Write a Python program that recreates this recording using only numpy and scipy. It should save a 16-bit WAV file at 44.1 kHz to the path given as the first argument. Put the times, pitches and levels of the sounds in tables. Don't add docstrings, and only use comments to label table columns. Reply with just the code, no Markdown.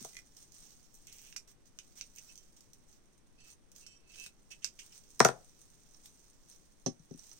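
import sys
import numpy as np
from scipy import signal
from scipy.fft import rfft, irfft, next_fast_len
from scipy.io import wavfile
from scipy.ndimage import map_coordinates

SR = 44100
rng = np.random.default_rng(int(sys.argv[2]) if len(sys.argv) > 2 else 0)


def bounce(signal):
    frames = np.transpose(np.atleast_2d(signal))
    limited = np.clip(frames, -1, 1)
    pcm = np.round(limited * 32767).astype(np.int16)
    wavfile.write(sys.argv[1], SR, pcm)


N = 325899
TIME = np.arange(N) / SR
CONTACT_T60_S, CUTOFF_HZ = .007, 16200


def from_db(db):
    return 10 ** (np.asarray(db) / 20)


def unit_power(x):
    return x / np.sqrt(np.mean(x ** 2) + 1e-20)


def cut(x, hz, kind, order=2):
    return signal.sosfilt(signal.butter(order, min(hz, .45 * SR), kind, fs=SR, output="sos"), x + 1e-18)


def bell(x, hz, width_hz, db):
    w, height = 2 * np.pi * min(hz, .45 * SR) / SR, from_db(db / 2)
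    damping = np.tan(np.pi * min(width_hz, SR / 4) / SR)
    return signal.lfilter([1 + damping * height, -2 * np.cos(w), 1 - damping * height],
                          [1 + damping / height, -2 * np.cos(w), 1 - damping / height], x)


def coloured(x, spectrum):
    hz, db = np.transpose(spectrum)
    size = next_fast_len(N)
    bins = np.maximum(np.fft.rfftfreq(size, 1 / SR), 1)
    gain = from_db(np.interp(np.log(bins), np.log(hz), db))
    return unit_power(irfft(rfft(x, size) * gain, size)[..., :N])


def add(track, t, sound):
    start = max(round(t * SR), 0)
    track[..., start:start + sound.shape[-1]] += sound[..., :N - start]


def ring(modes, vary_db=1.5, travel_s=0, lag_cycles=0.41):
    hz, db, t60 = np.transpose(modes)[:, :, None]
    arrival = travel_s * np.sqrt(1000 / hz)
    lag = lag_cycles * rng.random((2, *hz.shape)) / hz
    age = np.maximum(TIME[:SR // 4] - arrival - lag, 0)
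    strength = from_db(db + vary_db * rng.standard_normal((2, *hz.shape)))
    sign = (-1) ** np.arange(len(hz))[:, None]
    waves = sign * strength * from_db(-60 * age / t60) * np.sin(2 * np.pi * hz * age)
    return np.sum(waves, axis=1) / np.linalg.norm(from_db(db)) / 2


def crack(t60, low_hz, high_hz):
    age = TIME[:SR // 20]
    shared, left, right = rng.standard_normal((3, len(age)))
    burst = (shared + .42 * np.array([left, right])) * from_db(-60 * age / t60)
    burst = cut(cut(burst, low_hz, "high"), high_hz, "low", order=4)
    return burst / np.sqrt(np.sum(burst ** 2) / (0.023 * t60 * SR))


def friction(per_s, spread_db, clump_db):
    clumps = unit_power(cut(rng.standard_normal(N), 40.7, "low"))
    slips = (rng.random(N) < per_s / SR) * rng.choice([-1, 1], N)
    sizes = from_db(spread_db * np.minimum(rng.exponential(1, N), 4) + clump_db * clumps)
    return unit_power(slips * sizes)


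def excite(slips, response):
    return unit_power(signal.fftconvolve(np.atleast_2d(slips), response, axes=1)[:, :N])


def strokes(rows, attack_s, build_db, release_t60):
    gain, age = np.zeros(N), TIME[:SR]
    for start, length, db in rows:
        onset = np.clip(age / attack_s, 0, 1)
        build = build_db * (np.minimum(age / length, 1) - 1)
        release = -60 * np.maximum(age - length, 0) / release_t60
        add(gain, start, onset * from_db(db + build + release))
    return gain


# t/s, level/dB
FINGER_RUSTLE = [(0.0, -53.5), (0.2, -70), (0.97, -69.5), (1.29, -64.5), (1.5, -88), (1.89, -68.5),
                 (2.18, -68), (2.8, -76), (3.9, -85), (4.79, -70), (5.14, -67), (6.63, -71.5), (6.96, -77),
                 (7.39, -64.5)]
# t/s, length/s, level/dB
RIBBON_STROKES = [(0.0, 0.2, -61.5), (.362, 0.086, -62.5), (.53, 0.2, -60.5), (1.11, 0.15, -69),
                  (1.472, 0.029, -59), (1.652, 0.021, -63.5), (1.952, 0.036, -55.5), (2.15, 0.18, -64),
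                  (2.562, 0.013, -59.5), (2.88, 0.083, -67.5), (3.435, 0.091, -61.5), (3.745, 0.081, -59.5),
                  (4.07, 0.097, -64), (4.157, 0.112, -58), (4.503, 0.0039, -49), (4.785, 0.084, -60.5),
                  (4.918, 0.057, -57.5), (6.035, 0.042, -61.5), (6.47, 0.086, -62), (7.17, 0.16, -61)]
# f/Hz, level/dB
RIBBON_SPECTRUM = [(200, -15), (600, -11.5), (2500, -8.5), (4000, -4.5), (8500, -2), (10500, -7),
                   (15500, -6)]
# t/s, level/dB
CRISP_TICKS = [(0.0478, -30), (0.369, -40), (0.5206, -43), (1.07, -36), (1.126, -38), (1.184, -43),
               (1.514, -46), (2.1604, -42), (2.356, -41), (2.377, -39), (2.607, -44), (2.733, -41.5),
               (3.717, -43.5), (3.762, -38.5), (4.199, -35), (4.239, -35), (5.195, -22), (5.2471, -16),
               (6.0581, -34.5)]


def ribbon():
    shared, left, right = [friction(per_s=5000, spread_db=3.8, clump_db=2.6) for _ in range(3)]
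    threads = unit_power(shared + 2.0 * np.array([left, right]))
    bucklings = friction(per_s=60, spread_db=2.5, clump_db=1.5)
    crinkles = excite(bucklings, crack(t60=0.014, low_hz=3000, high_hz=13900))
    fidget = from_db(1 + np.interp(TIME, *np.transpose(FINGER_RUSTLE), left=-120, right=-120))
    stroking = strokes(RIBBON_STROKES, attack_s=0.0058, build_db=2, release_t60=0.08)
    out = np.hypot(fidget, stroking) * coloured(threads + from_db(-4.5) * crinkles, RIBBON_SPECTRUM)
    for t, db in CRISP_TICKS:
        add(out, t, from_db(db) * crack(t60=0.019, low_hz=3925, high_hz=15000))
    return out


# f/Hz, level/dB, t60/s
TABLE_MODES = [(82, -24.5, 0.22), (129.5, -14.5, 0.18), (165, -14.5, 0.064), (240, -7.5, 0.06),
               (361.8, -6.5, 0.055), (470, 0.5, 0.034), (571.5, -8.5, 0.04), (674.3, -2, 0.05),
               (755, -4.5, 0.059), (836, -2, 0.03), (993, -2, 0.035), (1198, 3.5, 0.015),
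               (1406, 5.5, 0.016), (1540, 1.5, 0.013), (1800, 5, 0.011), (2130, 1, 0.0052)]
# f/Hz, level/dB, t60/s
FRAME_MODES = [(1560, -2, 0.012), (2200, 2, 0.009), (2560, 5, 0.014), (2850, 3, .014), (3700, 1, 0.008)]
# t/s, thud level/dB, high-pass f/Hz, low-pass f/Hz, crack level/dB
TABLE_KNOCKS = [(.008, -21, 192, 252, -84), (0.046, -25.5, 600, 830, -44), (5.2028, 1.5, 152, 2300, -7.5),
                (5.2155, -19.5, 496, 2300, -41), (5.2481, -4.5, 115, 1840, -13.5),
                (5.2495, -3.5, 200, 1350, -8), (5.2604, -11, 204, 2050, -32),
                (5.2867, -12.5, 298, 1724, -24)]


def scissors_on_table():
    out = np.zeros((2, N))
    for t, thud_db, lowest_hz, soft_hz, crack_db in TABLE_KNOCKS:
        thud = cut(ring(TABLE_MODES, travel_s=0.001, lag_cycles=0.3), soft_hz, "low", order=4)
        add(out, t, from_db(thud_db) * cut(thud + rattle(thud), lowest_hz, "high"))
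        steely = bell(crack(CONTACT_T60_S, low_hz=1530, high_hz=11000), hz=4300, width_hz=1900, db=8.5)
        add(out, t, from_db(crack_db) * (steely + rattle(steely)))
        add(out, t, from_db(crack_db - 8.5) * ring(FRAME_MODES))
    return out * from_db([[1.7], [-1.7]])


def rattle(blow, per_s=600, t60=.07, db=-14):
    age = TIME[:blow.shape[-1]]
    touches = (rng.random(blow.shape) < per_s / SR) * rng.standard_normal(blow.shape)
    touches *= from_db(-60 * age / t60) * (age > CONTACT_T60_S)
    touches /= np.linalg.norm(touches, axis=1, keepdims=True)
    return from_db(db) * cut(signal.fftconvolve(blow, touches, axes=1)[:, :len(age)], 450, "high")


# f/Hz, level/dB, t60/s
HANDLE_MODES = [(2020, -4, 0.023), (2450, -10.5, 0.025), (3270, -17, 0.014)]
# t/s, level/dB
HANDLE_CLACKS = [(0.133, -49.5), (0.153, -43), (0.1679, -30.5), (0.189, -39.5)]


def handle_clacks():
    out = np.zeros((2, N))
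    for t, db in HANDLE_CLACKS:
        add(out, t, from_db(db) * cut(ring(HANDLE_MODES), 1260, "high"))
        add(out, t, from_db(db - 1.5) * crack(t60=0.015, low_hz=1690, high_hz=11700))
    return out


# t/s, length/s, level/dB
FIBRE_CUTS = [(.93, 0.041, -66), (1.11, 0.23, -65), (2.14, 0.15, -67.5)]
# t/s, length/s, rasp level/dB, singing level/dB
BLADE_GLIDES = [(1.06, 0.24, -65.5, -77), (1.965, 0.052, -67, -87), (2.164, 0.024, -60.5, -78),
                (2.285, 0.018, -67, -66), (3.375, 0.128, -74, -65.5), (3.806, 0.14, -77, -66.5),
                (3.98, 0.1, -88, -80), (4.091, 0.053, -68.5, -66), (4.172, 0.088, -63.5, -57.5),
                (4.503, 0.022, -57, -59.5), (4.617, 0.054, -57, -72), (4.785, 0.02, -53.5, -81),
                (4.897, 0.034, -67, -77)]
# f/Hz, level/dB
BLADE_TONES = [(2615, 0), (2750, -4), (3050, -6), (3915, -7), (4350, -2), (4807, -4), (5090, -7),
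               (5925, -6), (6130, -8), (7890, -5), (9040, -5)]
# t/s, length/s, level/dB
TIP_SQUEAKS = [(2.282, .022, -64.5), (3.87, .1, -69), (4.18, .08, -70)]
# f/Hz, level/dB
TIP_TONES = [(3128, -8), (5640, 0), (6635, -10), (7480, -9), (8260, -7), (9300, -7)]


def gliding_blades():
    shared, left, right = [friction(per_s=2500, spread_db=2.5, clump_db=4.5) for _ in range(3)]
    slips = shared + 1.25 * np.array([left, right])
    frame_band = unit_power(cut(cut(slips, 2690, "high", order=4), 2950, "low", order=6))
    treble_band = unit_power(cut(cut(slips, 5200, "high", order=4), 8200, "low"))
    rasp = frame_band + from_db(-3) * treble_band
    tones = sagging(excite(slips, steel_ring(BLADE_TONES)))
    squeak = excite(slips, steel_ring(TIP_TONES))
    partings = friction(per_s=170, spread_db=3, clump_db=2)
    fibres = excite(partings, crack(CONTACT_T60_S, low_hz=9200, high_hz=CUTOFF_HZ))
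    closing = dict(attack_s=0.014, build_db=0.5, release_t60=0.091)
    glides = np.array(BLADE_GLIDES)
    rasping = strokes(glides[:, [0, 1, 2]], **closing)
    singing = strokes(glides[:, [0, 1, 3]], **closing)
    squeaking = strokes(TIP_SQUEAKS, **closing)
    shearing = strokes(FIBRE_CUTS, attack_s=0.018, build_db=-8, release_t60=.04)
    return rasping * rasp + singing * tones + squeaking * squeak + shearing * fibres


def steel_ring(tones, t60_cycles=600):
    return ring([(hz, db, t60_cycles / hz) for hz, db in tones])


def sagging(tones, share=.004):
    ends = [t for start, length, *_ in BLADE_GLIDES for t in (start, start + length)]
    position = np.cumsum(np.interp(TIME, ends, [1 + share, 1 - share] * len(BLADE_GLIDES)))
    return np.array([map_coordinates(x, [position], mode="mirror") for x in tones])


# t/s, level/dB, relative frame level/dB, crunch t60/s
JOINT_SNAPS = [(1.326, -45.5, 6.5, 0.018), (1.3629, -32, 4, 0.063), (1.7877, -33.5, 1.5, 0.014),
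               (2.0112, -27, -3.5, 0.0084), (2.184, -41, -1, 0.024), (3.865, -42.5, 2, 0.052),
               (4.158, -39, -4, 0.0086), (4.263, -28.5, -4, 0.0052), (4.515, -43, 2, 0.038),
               (4.6448, -13.5, -9.5, 0.0082), (4.6545, -33.5, -7, 0.01), (4.79, -43.5, 1, 0.084)]


def snips(detune=.06):
    out = np.zeros((2, N))
    for t, db, frame_db, crunch_t60 in JOINT_SNAPS:
        hard_db = 0.33 * max(db + 30, 0)
        crunch = crack(crunch_t60, low_hz=4640, high_hz=13500)
        snap = bell(crunch, hz=5380, width_hz=4000, db=10 + hard_db)
        add(out, t, from_db(db - 4.5 - hard_db) * snap)
        frame = [(hz * (1 + detune * rng.uniform(-1, 1)), *rest) for hz, *rest in FRAME_MODES]
        add(out, t, from_db(db + frame_db) * cut(ring(frame, vary_db=3), 870, "high"))
    return out


# t/s, level/dB
TIP_PINGS = [(2.377, -48.5), (3.864, -49)]


def tip_pings():
    out = np.zeros((2, N))
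    for t, db in TIP_PINGS:
        add(out, t, from_db(db) * steel_ring(TIP_TONES))
    return out


# f/Hz, level/dB, t60/s
SHELL_MODES = [(4100, -4, 0.024), (5390, -4, 0.024), (5735, 1, 0.026), (6150, -3, 0.028)]


def shell_tick():
    out = ring(SHELL_MODES, vary_db=3.5)
    add(out, 0, from_db(-10.5) * crack(t60=0.064, low_hz=695, high_hz=8800))
    return out


# t/s, level/dB
SHELL_TAPS = [(5.945, -50.5), (6.5132, -53), (7.1922, -45.5), (7.3144, -42)]
# f/Hz, level/dB, t60/s
BALL_MODES = [(122, -2, .1), (160, 6, .105), (238, 6, .075), (270, 7, .08), (320, 6, .04), (385, 8, .055),
              (535, 5, .05), (690, 4, .045), (785, 4, .05), (1150, -1, .04)]
# t/s, thud level/dB, low-pass f/Hz, shell level/dB
BALL_BUMPS = [(6.8619, -19.5, 1004, -25), (6.867, -29.5, 870, -31), (6.877, -22, 403, -68),
              (6.995, -42, 191, -59.5), (7.110, -33, 511, -49.5), (7.139, -36, 340, -50)]


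def ball():
    out = np.zeros((2, N))
    for t, thud_db, soft_hz, shell_db in BALL_BUMPS:
        add(out, t, from_db(thud_db) * cut(ring(BALL_MODES, lag_cycles=0.42), soft_hz, "low", order=4))
        add(out, t, from_db(shell_db) * shell_tick())
    for t, db in SHELL_TAPS:
        add(out, t, from_db(db) * shell_tick())
    return out


# f/Hz, level/dB
ROOM_TONE = [(20, 7.5), (60, -9.5), (170, -11), (350, -15), (700, -22), (4000, -30.5), (16000, -56.5)]
# f/Hz, level/dB
MIC_HISS = [(300, -1), (1500, 0.5), (3500, -1.5), (6000, -10.5), (10500, 3), (16000, -18)]


def background():
    shared, left, right = rng.standard_normal((3, N))
    air = coloured(shared + 1.8 * np.array([left, right]), ROOM_TONE)
    return from_db(-64.5) * air + from_db(-77) * coloured(rng.standard_normal((2, N)), MIC_HISS)


def from_the_right(x, lag_s=.00005):
    return np.array([map_coordinates(x[0], [(TIME - lag_s) * SR]), x[1]])


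def room(x, wet_db, bass_t60, treble_t60):
    age = TIME[:SR // 2]
    noise = rng.standard_normal((3, len(age)))
    bass_db, treble_db = -60 * age / bass_t60, -60 * age / treble_t60
    bass = cut(noise[2] + .5 * noise[:2], 1100, "low") * from_db(bass_db - 12)
    treble = cut(noise[:2], 620, "high") * (from_db(treble_db) + from_db(bass_db - 20))
    echoes = (bass + treble) * np.clip(age / 0.0028 - .4, 0, 1)
    echoes /= np.sqrt(np.sum(echoes ** 2) / 2)
    return x + from_db(wet_db) * signal.fftconvolve(x, echoes, axes=1)[:, :N]


def scene():
    hands = ribbon() + gliding_blades() + snips() + tip_pings() + handle_clacks()
    handling = room(from_the_right(hands) + ball(), wet_db=-5, bass_t60=0.19, treble_t60=0.12)
    knocks = room(scissors_on_table(), wet_db=-6, bass_t60=0.29, treble_t60=0.12)
    return handling + knocks + background()


# f/Hz, width/Hz, level/dB
PORT_RESONANCES = [
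    [(220, 650, 6.5), (4700, 5400, -4.5), (8620, 2100, 15.5), (13290, 8800, -15.5)],
    [(5904, 1900, 12.5), (10470, 2500, -15), (14870, 2000, 2)],
]


def record(dry):
    channels = []
    for x, resonances in zip(dry, PORT_RESONANCES):
        for hz, width_hz, db in resonances:
            x = bell(x, hz, width_hz, db)
        channels.append(x)
    return signal.sosfilt(signal.ellip(10, .2, 70, CUTOFF_HZ, fs=SR, output="sos"), channels)


dry = scene()
out = record(dry)
bounce(out)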